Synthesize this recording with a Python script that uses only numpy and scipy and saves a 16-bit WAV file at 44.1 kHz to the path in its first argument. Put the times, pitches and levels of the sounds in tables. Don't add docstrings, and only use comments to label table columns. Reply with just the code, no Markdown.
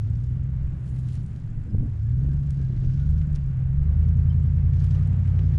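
import sys
import numpy as np
from scipy import signal
from scipy.fft import rfft, irfft, next_fast_len
from scipy.io import wavfile
from scipy.ndimage import uniform_filter1d, map_coordinates

SR = 44100
rng = np.random.default_rng(int(sys.argv[2]) if len(sys.argv) > 2 else 0)


def file_out(sig):
    cols = np.atleast_2d(sig).T
    lim = np.clip(cols, -1, 1)
    pcm = np.round(lim * 32767).astype(np.int16)
    wavfile.write(sys.argv[1], SR, pcm)


def elevation(decibels):
    levels = np.asarray(decibels, float)
    return 10 ** (levels / 20)


N = 246078


def unit(x):
    return x / np.sqrt(np.mean(x ** 2) + 1e-20)


def along(points, hz):
    f, v = np.transpose(points)
    return np.interp(np.log(hz + 1), np.log(f + 1), v)


def curves(rows):
    s, *cols = np.transpose(rows)
    return [np.interp(np.arange(N) / SR, s, c) for c in cols]


def wobble(rate):
    knots = rng.standard_normal(int(N * rate / SR) + 4)
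    return map_coordinates(knots, [np.arange(N) * rate / SR])


def coloured(x, spectrum):
    m = next_fast_len(N + 8192)
    gain = elevation(along(spectrum, np.fft.rfftfreq(m, 1 / SR)))
    return irfft(rfft(x, m) * gain, m)[:N]


def noise(spectrum, swell=1):
    return unit(coloured(swell * rng.standard_normal(N), spectrum))


def burst(hz, cycles):
    u = np.arange(int(4 * cycles * SR / hz)) * hz / SR
    return np.sin(2 * np.pi * u) * np.exp(-u / cycles) * (1 - np.exp(-u / 0.22))


def engine():
    # time in seconds, four-stroke cycles per second, then levels in dB of
    revs = [(0.0, 6.52, -44.5, -25.5, -53.5, -31.5), (0.11, 7.02, -35.5, -26.5, -25, -38),
            (0.22, 7.52, -31.5, -28, -35, -36), (0.33, 7.91, -32.5, -28.5, -35, -49),
            (0.45, 8.12, -36.5, -29, -31.5, -51.5), (0.56, 8.21, -32, -30.5, -41, -35),
            (0.67, 8.14, -31.5, -29.5, -36, -44.5), (0.78, 8.03, -38.5, -34.5, -46, -58),
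            (0.89, 8.01, -33.5, -31, -46, -58), (1.0, 7.95, -35.5, -29, -43, -52),
            (1.12, 7.87, -43.5, -29.5, -37, -55), (1.23, 7.75, -36.5, -33, -41, -58),
            (1.34, 7.51, -56, -37, -37, -56), (1.45, 7.21, -56, -35, -49, -61),
            (1.56, 6.99, -57, -32.5, -50, -52), (1.67, 6.81, -66, -39, -43, -41),
            (1.79, 6.5, -35, -23, -35, -41), (1.9, 6.32, -36.5, -37.5, -44, -38),
            (2.01, 6.63, -42, -26, -31.5, -57), (2.12, 7.49, -32, -22, -27, -38),
            (2.23, 8.47, -25.5, -25, -39.5, -49), (2.34, 8.85, -25.5, -25, -44.5, -41),
            (2.46, 8.79, -29.5, -27, -43, -46), (2.57, 8.58, -34, -26, -38, -48.5),
            (2.68, 8.13, -34.5, -27.5, -33.5, -42), (2.79, 7.79, -42, -26.5, -40, -35),
            (2.9, 8.02, -35, -23, -31, -46), (3.01, 8.81, -26, -25, -31.5, -51),
            (3.12, 9.45, -21.5, -29.5, -41, -40), (3.24, 9.47, -26, -28.5, -36, -38),
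            (3.35, 9.02, -28, -29, -52.5, -53), (3.46, 8.48, -37, -28.5, -46, -54),
            (3.57, 8.09, -35.5, -26.5, -30.5, -49), (3.68, 8.22, -30, -25, -35, -41),
            (3.79, 8.82, -24, -25, -39, -48.5), (3.91, 9.48, -21, -34.5, -34, -30.5),
            (4.02, 10.03, -20, -33, -33.5, -31), (4.13, 10.41, -20.5, -33.5, -32.5, -26.5),
            (4.24, 10.56, -21, -36.5, -29, -25.5), (4.35, 10.51, -21, -36.5, -30.5, -26),
            (4.46, 10.4, -22, -40, -28, -26), (4.58, 10.4, -22, -32, -32.5, -27),
            (4.69, 10.64, -21.5, -43.5, -28.5, -27), (4.8, 11.05, -22, -39.5, -29, -27),
            (4.91, 11.35, -22.5, -45, -26.5, -27.5), (5.02, 11.47, -22.5, -48, -30, -27),
            (5.13, 11.47, -22.5, -37, -26.5, -30), (5.25, 11.4, -22, -44, -25.5, -34),
            (5.36, 11.3, -21.5, -54, -29, -29), (5.47, 11.12, -21, -43, -33, -27),
            (5.58, 10.78, -23, -57, -22, -25.5)]
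    rate, firing_db, second_db, eleventh_db, thirteenth_db = curves(revs)
    rate = uniform_filter1d(rate, size=2600)
    crank = 2 * np.pi * np.cumsum(rate) / SR + 1.1434
    strong = {8: firing_db, 16: second_db, 11: eleventh_db, 13: thirteenth_db}
    return exhaust(rate, crank, strong) + roar(crank) + bark(crank, firing_db)


def exhaust(rate, crank, levels):
    banks = [1, -1, -1, 1, -1, 1, 1, -1]
    # order, level in dB under the firing order
    loaded = [(5, -6), (7, -14), (12, -18)]
    # order, level in dB
    steady = [(3, -4), (4, -6), (6, -5), (9, 1), (10, 0), (14, 4), (15, 0), (17, -4), (18, 1), (19, 0),
              (20, 1), (21, -2), (22, 0), (24, -2)]
    # frequency in Hz, gain in dB
    muffler = [(20, -6), (38, -6), (46, 0), (150, 0), (170, -5), (200, -9), (230, -10), (250, -22)]
    # frequency in Hz, phase in rad
    bank_lag = [(40, 2.9), (55, 2.1), (75, 1.5), (95, .7), (107, .7), (120, 2), (140, 1.7), (160, .3)]
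    lope = np.angle(np.fft.fft(banks))
    firing_db = levels[8]
    for order, db in loaded:
        levels[round(order)] = firing_db + db + along(muffler, order * rate)
    for order, db in steady:
        steady_db = -41.5 + 0.14 * (firing_db + 26.5)
        levels[round(order)] = steady_db + db + along(muffler, order * rate)
    out = np.zeros(N)
    for order, db in levels.items():
        if order % 8 == 0:
            lag = -.8 - 0.15 * order
        elif order % 2:
            lag = along(bank_lag, order * rate) + lope[order % len(banks)]
        else:
            lag = 2.6 + .41 * (order - 12.5)
        weak = np.clip((-23 - db) / 18, 0, 1)
        lag = lag + (.04 + .25 * weak) * wobble(7)
        out += elevation(db + (.3 + 2 * weak) * wobble(9)) * np.cos(order * crank + lag)
    return np.sqrt(2) * out


def roar(crank):
    # time in seconds, level in dB
    roar_level = [(0.0, -64), (0.9, -61.5), (1.35, -63), (1.68, -64), (2.1, -64), (2.33, -62), (3.5, -61.5),
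                  (4.01, -59.5), (4.68, -60), (4.99, -56), (5.58, -57.5)]
    # frequency in Hz, density in dB per Hz
    roar_tone = [(150, -120), (250, 12), (420, 5), (630, 1), (1000, -3.5), (1250, -3), (1550, -4.5),
                 (1850, -5.5), (2200, -8), (3150, -15), (3500, -18.5), (7500, -30), (9500, -35.5),
                 (10800, -51.5), (12500, -64.5), (14000, -120)]
    throb = elevation(1.1 * np.cos(8 * crank) + 1.1 * wobble(30) + 0.3 * wobble(7.3))
    return elevation(curves(roar_level)[0] + 4.5) * noise(roar_tone, throb)


def bark(crank, firing_db):
    # frequency in Hz, density in dB per Hz
    bark_tone = [(150, -120), (260, -9.5), (330, -4), (430, 0), (520, -8.5), (750, -20), (1500, -120)]
    gate = elevation(2.1 * np.cos(8 * crank) + 1.5 * wobble(25))
    return elevation(-66 + .8 * (firing_db + 29)) * noise(bark_tone, gate)


def wind():
    # time in seconds, buffet level in dB, flutter level in dB
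    gusts = [(0.0, -49, -50), (0.09, -51, -51.5), (0.33, -45, -47.5), (0.45, -54, -53.5),
             (0.67, -35.5, -53), (0.76, -48.5, -50.5), (0.99, -45, -52), (1.04, -57, -50.5),
             (1.29, -38, -51.5), (1.33, -42, -48), (1.4, -41, -54.5), (1.57, -36.5, -49), (1.62, -35, -54),
             (1.68, -52, -42.5), (1.71, -36, -44), (1.74, -33.5, -38), (1.8, -27, -44.5),
             (1.85, -40, -38.5), (1.88, -44, -41.5), (1.94, -37.5, -54), (2.04, -57, -55), (2.14, -37, -48),
             (2.27, -36, -45), (2.41, -31, -52.5), (2.47, -32.5, -50), (2.53, -42, -59.5),
             (2.59, -36, -42.5), (2.66, -40, -53), (2.72, -46, -46), (2.75, -31, -42), (2.78, -25.5, -50),
             (2.83, -42, -41), (2.87, -29.5, -47), (2.92, -40, -51), (3.25, -32.5, -50), (3.42, -34, -56.5),
             (3.51, -33.5, -53.5), (3.59, -41, -61.5), (3.84, -34, -48), (3.87, -40.5, -50),
             (3.93, -52.5, -55), (4.33, -40.5, -61), (4.37, -45, -65), (4.49, -45.5, -55), (4.55, -37, -58),
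             (4.71, -37, -56), (4.77, -52, -49), (4.85, -41, -62), (4.91, -51, -65), (5.0, -33.5, -57),
             (5.05, -45, -67), (5.28, -51, -56), (5.55, -44.5, -46.5), (5.58, -64, -48)]
    # frequency in Hz, density in dB per Hz
    buffet_tone = [(5, -42), (15, -0.5), (30, -3), (45, -9.5), (100, -14.5), (160, -21), (400, -120)]
    # frequency in Hz, density in dB per Hz
    flutter_tone = [(25, -120), (50, 5.5), (110, 7.5), (200, 12), (292, 1), (450, -15.5), (650, -24),
                    (1200, -42.5), (2500, -120)]
    # time in seconds, peak in dB, frequency in Hz
    thumps = [(1.7485, -15.5, 83.5), (1.794, -23, 42), (1.812, -13, 125), (.66, -38, 21), (1.668, -37, 300),
              (1.7485, -26.5, 375), (1.831, -32, 380), (1.859, -37, 300), (2.18, -37.5, 320),
              (2.249, -34, 340), (2.287, -30.5, 300), (2.602, -35, 360), (2.705, -33, 340),
              (2.736, -32.5, 320), (2.824, -41, 300), (2.844, -32, 300), (2.864, -38, 340),
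              (5.395, -30, 320), (5.483, -40.5, 400)]
    buffet_db, flutter_db = curves(gusts)
    buffet = noise(buffet_tone, elevation(2.5 * wobble(22)))
    flutter = noise(flutter_tone, elevation(1.8 * wobble(40)))
    slaps = np.zeros(N + SR)
    for s, db, hz in thumps:
        push = -burst(hz, cycles=1.0)
        start = round((s - .5 / hz) * SR)
        slaps[start:][:len(push)] += elevation(db + 2) * push
    return elevation(buffet_db + 4.5) * buffet + elevation(flutter_db + 7) * flutter + slaps[:N]


def rustle():
    # time in seconds, stems level in dB, leaves level in dB
    stirring = [(0.04, -70.5, -88), (0.14, -71.5, -83), (0.24, -70, -81.5), (0.44, -80, -90),
                (0.64, -77, -87), (0.79, -75, -81.5), (0.84, -74, -78), (0.89, -68, -71),
                (0.94, -73, -76.5), (0.99, -66.5, -74), (1.04, -69, -76.5), (1.09, -64.5, -76),
                (1.14, -61, -68.5), (1.19, -67, -78), (1.24, -73, -78), (1.29, -71, -78),
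                (1.44, -72.5, -84), (1.64, -76.5, -83), (1.84, -76, -84), (2.04, -71.5, -85),
                (2.24, -73, -84), (2.44, -70, -82.5), (2.64, -68, -84), (2.74, -68, -86.5),
                (2.84, -65.5, -84), (2.94, -61.5, -81), (3.04, -65.5, -84.5), (3.14, -69, -84),
                (3.24, -71, -86), (3.34, -74, -81), (3.44, -70, -86.5), (3.64, -84.5, -92),
                (3.84, -77.5, -88), (4.04, -76, -88), (4.24, -74, -87), (4.44, -72.5, -93),
                (4.64, -76, -87), (4.69, -77, -88), (4.74, -68, -81.5), (4.79, -62.5, -76.5),
                (4.84, -62, -74.5), (4.89, -65, -77.5), (4.94, -62.5, -78.5), (4.99, -67, -76.5),
                (5.04, -66, -82), (5.09, -74, -87), (5.24, -73, -84), (5.29, -68.5, -85),
                (5.34, -74, -82.5), (5.44, -67, -84)]
    # frequency in Hz, density in dB per Hz
    stems_tone = [(1200, -120), (2000, -7), (3100, 0), (4100, -2), (5700, -3), (7200, -9), (8100, -21),
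                  (9500, -120)]
    # frequency in Hz, density in dB per Hz
    leaves_tone = [(4500, -120), (6000, -8.5), (7200, -1.5), (8150, -8.5), (8700, -0.5), (9600, -1),
                   (10800, -14.5), (12600, -23.5), (14000, -120)]
    stems_db, leaves_db = curves(stirring)
    out = np.zeros(N)
    for db, tone, grain in ((stems_db - 2.5, stems_tone, .65), (leaves_db + 1.5, leaves_tone, .25)):
        breaks = elevation(9 * rng.random(N)) * (rng.random(N) < .004)
        crunch = unit(signal.lfilter([1], [1, -.98], breaks))
        out += elevation(db) * noise(tone, 1 + grain * crunch)
    return out


def camera():
    frame_hz = 30
    ticks = np.zeros(N + SR)
    t = np.arange(300) / SR
    for k, (late, vary) in enumerate(rng.random((int(N / SR * frame_hz), 2))):
        start = round((k / frame_hz + .009 * late ** 2.5 + .029) * SR)
        ticks[start:][:len(t)] += elevation(5.9 * vary) * np.sin(np.pi * t / t[-1]) ** 2
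    hiss = noise([(5000, -58.5), (6500, -2.5), (7400, 1.5), (8100, -4), (9500, -60)])
    return elevation(-74.5) * ticks[:N] * hiss


def snaps():
    # time in seconds, low, middle and high band levels in dB, tail in dB under the crack
    cracks = [(0.1564, -64, -55, -80.5, -19.5), (0.963, -55, -60, -62, -12.5),
              (0.9908, -56, -66.5, -55, -12.5), (1.086, -50.5, -55.5, -56, -11.5),
              (1.131, -63, -57, -53, -22), (1.1409, -52, -54.5, -59, -14.5), (1.1533, -52, -49, -55, -11.5),
              (1.2621, -67, -59.5, -56.5, -13), (1.3614, -60, -55, -66, -12),
              (2.34, -59.5, -65, -60.5, -26.5), (2.5067, -47.5, -45.5, -45.5, -24.5),
              (2.5457, -68, -59, -60, -26.5), (2.6152, -58, -54.5, -65.5, -14),
              (2.7755, -50.5, -59.5, -71, -18.5), (2.8484, -52, -60, -75.5, -25),
              (2.979, -52, -56.5, -79, -26), (3.0687, -58, -55, -63, -24.5), (3.0929, -72, -52.5, -55, -25),
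              (3.106, -60, -58.5, -57, -15), (3.179, -58, -52, -63, -25), (3.1872, -58, -52.5, -61, -20),
              (3.2152, -46, -53, -69, -16), (3.3287, -80, -56, -55.5, -25), (3.3532, -62, -43, -51.5, -28),
              (3.3594, -51, -40.5, -48, -21.5), (3.365, -45, -58, -63.5, -23.5),
              (4.001, -58, -57.5, -72.5, -21), (4.0865, -49, -50, -83.5, -22.5),
              (4.7343, -49, -52.5, -61, -14.5), (4.77, -53, -52, -68, -29), (4.803, -57, -52.5, -66, -13),
              (4.8229, -60, -49, -65, -20), (4.842, -51.5, -51, -53.5, -9.5),
              (4.909, -50.5, -49.5, -62, -9), (4.9457, -51, -57, -69, -7), (5.062, -59, -63, -59.5, -23),
              (5.0747, -64, -58, -52.5, -23), (5.2568, -50, -57.5, -61.5, -14.5),
              (5.277, -55.5, -61.5, -66.5, -5.5), (5.3913, -39.5, -50.5, -69.5, -15.5)]
    # low edge in Hz, high edge in Hz
    snap_bands = [(1100, 3000), (3300, 6500), (6800, 9700)]
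    out = np.zeros(N)
    t = np.arange(1300) / SR
    for column, (low_hz, high_hz) in enumerate(snap_bands):
        strikes = np.zeros(N + SR)
        for s, *part_db, tail_db in cracks:
            fall_db = 60 * t / .045
            snap = elevation(tail_db - 3.0 - fall_db) * rng.standard_normal(len(t))
            snap[:3] += [.6, 1, -.5]
            strikes[round(s * SR):][:len(t)] += elevation(part_db[column]) * snap
        band = signal.butter(3, [low_hz, high_hz], "bandpass", fs=SR, output="sos")
        out += signal.sosfilt(band, strikes[:N]) * 0.38 * SR / (high_hz - low_hz)
    return out


def squeaks():
    # start in seconds, length in seconds, pitch in Hz, level in dB
    rubs = [(.236, .012, 5200, -72), (.236, .014, 4570, -71), (1.69, 0.032, 4970, -75),
            (2.05, .05, 1700, -64.5), (2.29, 0.048, 1586, -63.5), (2.33, .07, 1430, -66),
            (2.62, 0.053, 1632, -63.5), (2.75, .04, 1580, -67.5), (2.85, .08, 1475, -70),
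            (2.98, .09, 1455, -62), (3.14, 0.065, 1486, -67), (3.21, 0.064, 1470, -66.5),
            (3.86, 0.046, 1170, -60.5), (4.297, 0.023, 3100, -56), (4.295, 0.016, 5130, -67.5),
            (4.96, 0.092, 1230, -61)]
    out = np.zeros(N + SR)
    for s, length, hz, db in rubs:
        t = np.arange(int(length * SR)) / SR
        swell = np.sin(np.pi * t / length)
        out[round(s * SR):][:len(t)] += elevation(db) * swell * np.sin(2 * np.pi * hz * t)
    return out[:N] * elevation(3.3 * wobble(260))


def whine():
    # time in seconds, level in dB
    whine_level = [(0, -79), (1.8, -73.5), (2.1, -70), (3.3, -71.5), (3.7, -74.5), (5.58, -76.5)]
    # frequency in Hz, density in dB per Hz
    case_tone = [(1100, -59), (1400, -11.5), (1455, 1), (1510, -9), (1610, -1), (1720, -9.5), (2100, -59)]
    return elevation(curves(whine_level)[0] + 2.0 * wobble(12)) * noise(case_tone)


def scene():
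    vehicle = engine() + squeaks() + whine()
    near = wind() + rustle() + snaps() + camera()
    return (vehicle + near)[None]


def roll_off(x):
    return signal.sosfilt(signal.butter(12, 12720, fs=SR, output="sos"), x)


def record(dry):
    return roll_off(dry)


dry = scene()
out = record(dry)
file_out(out)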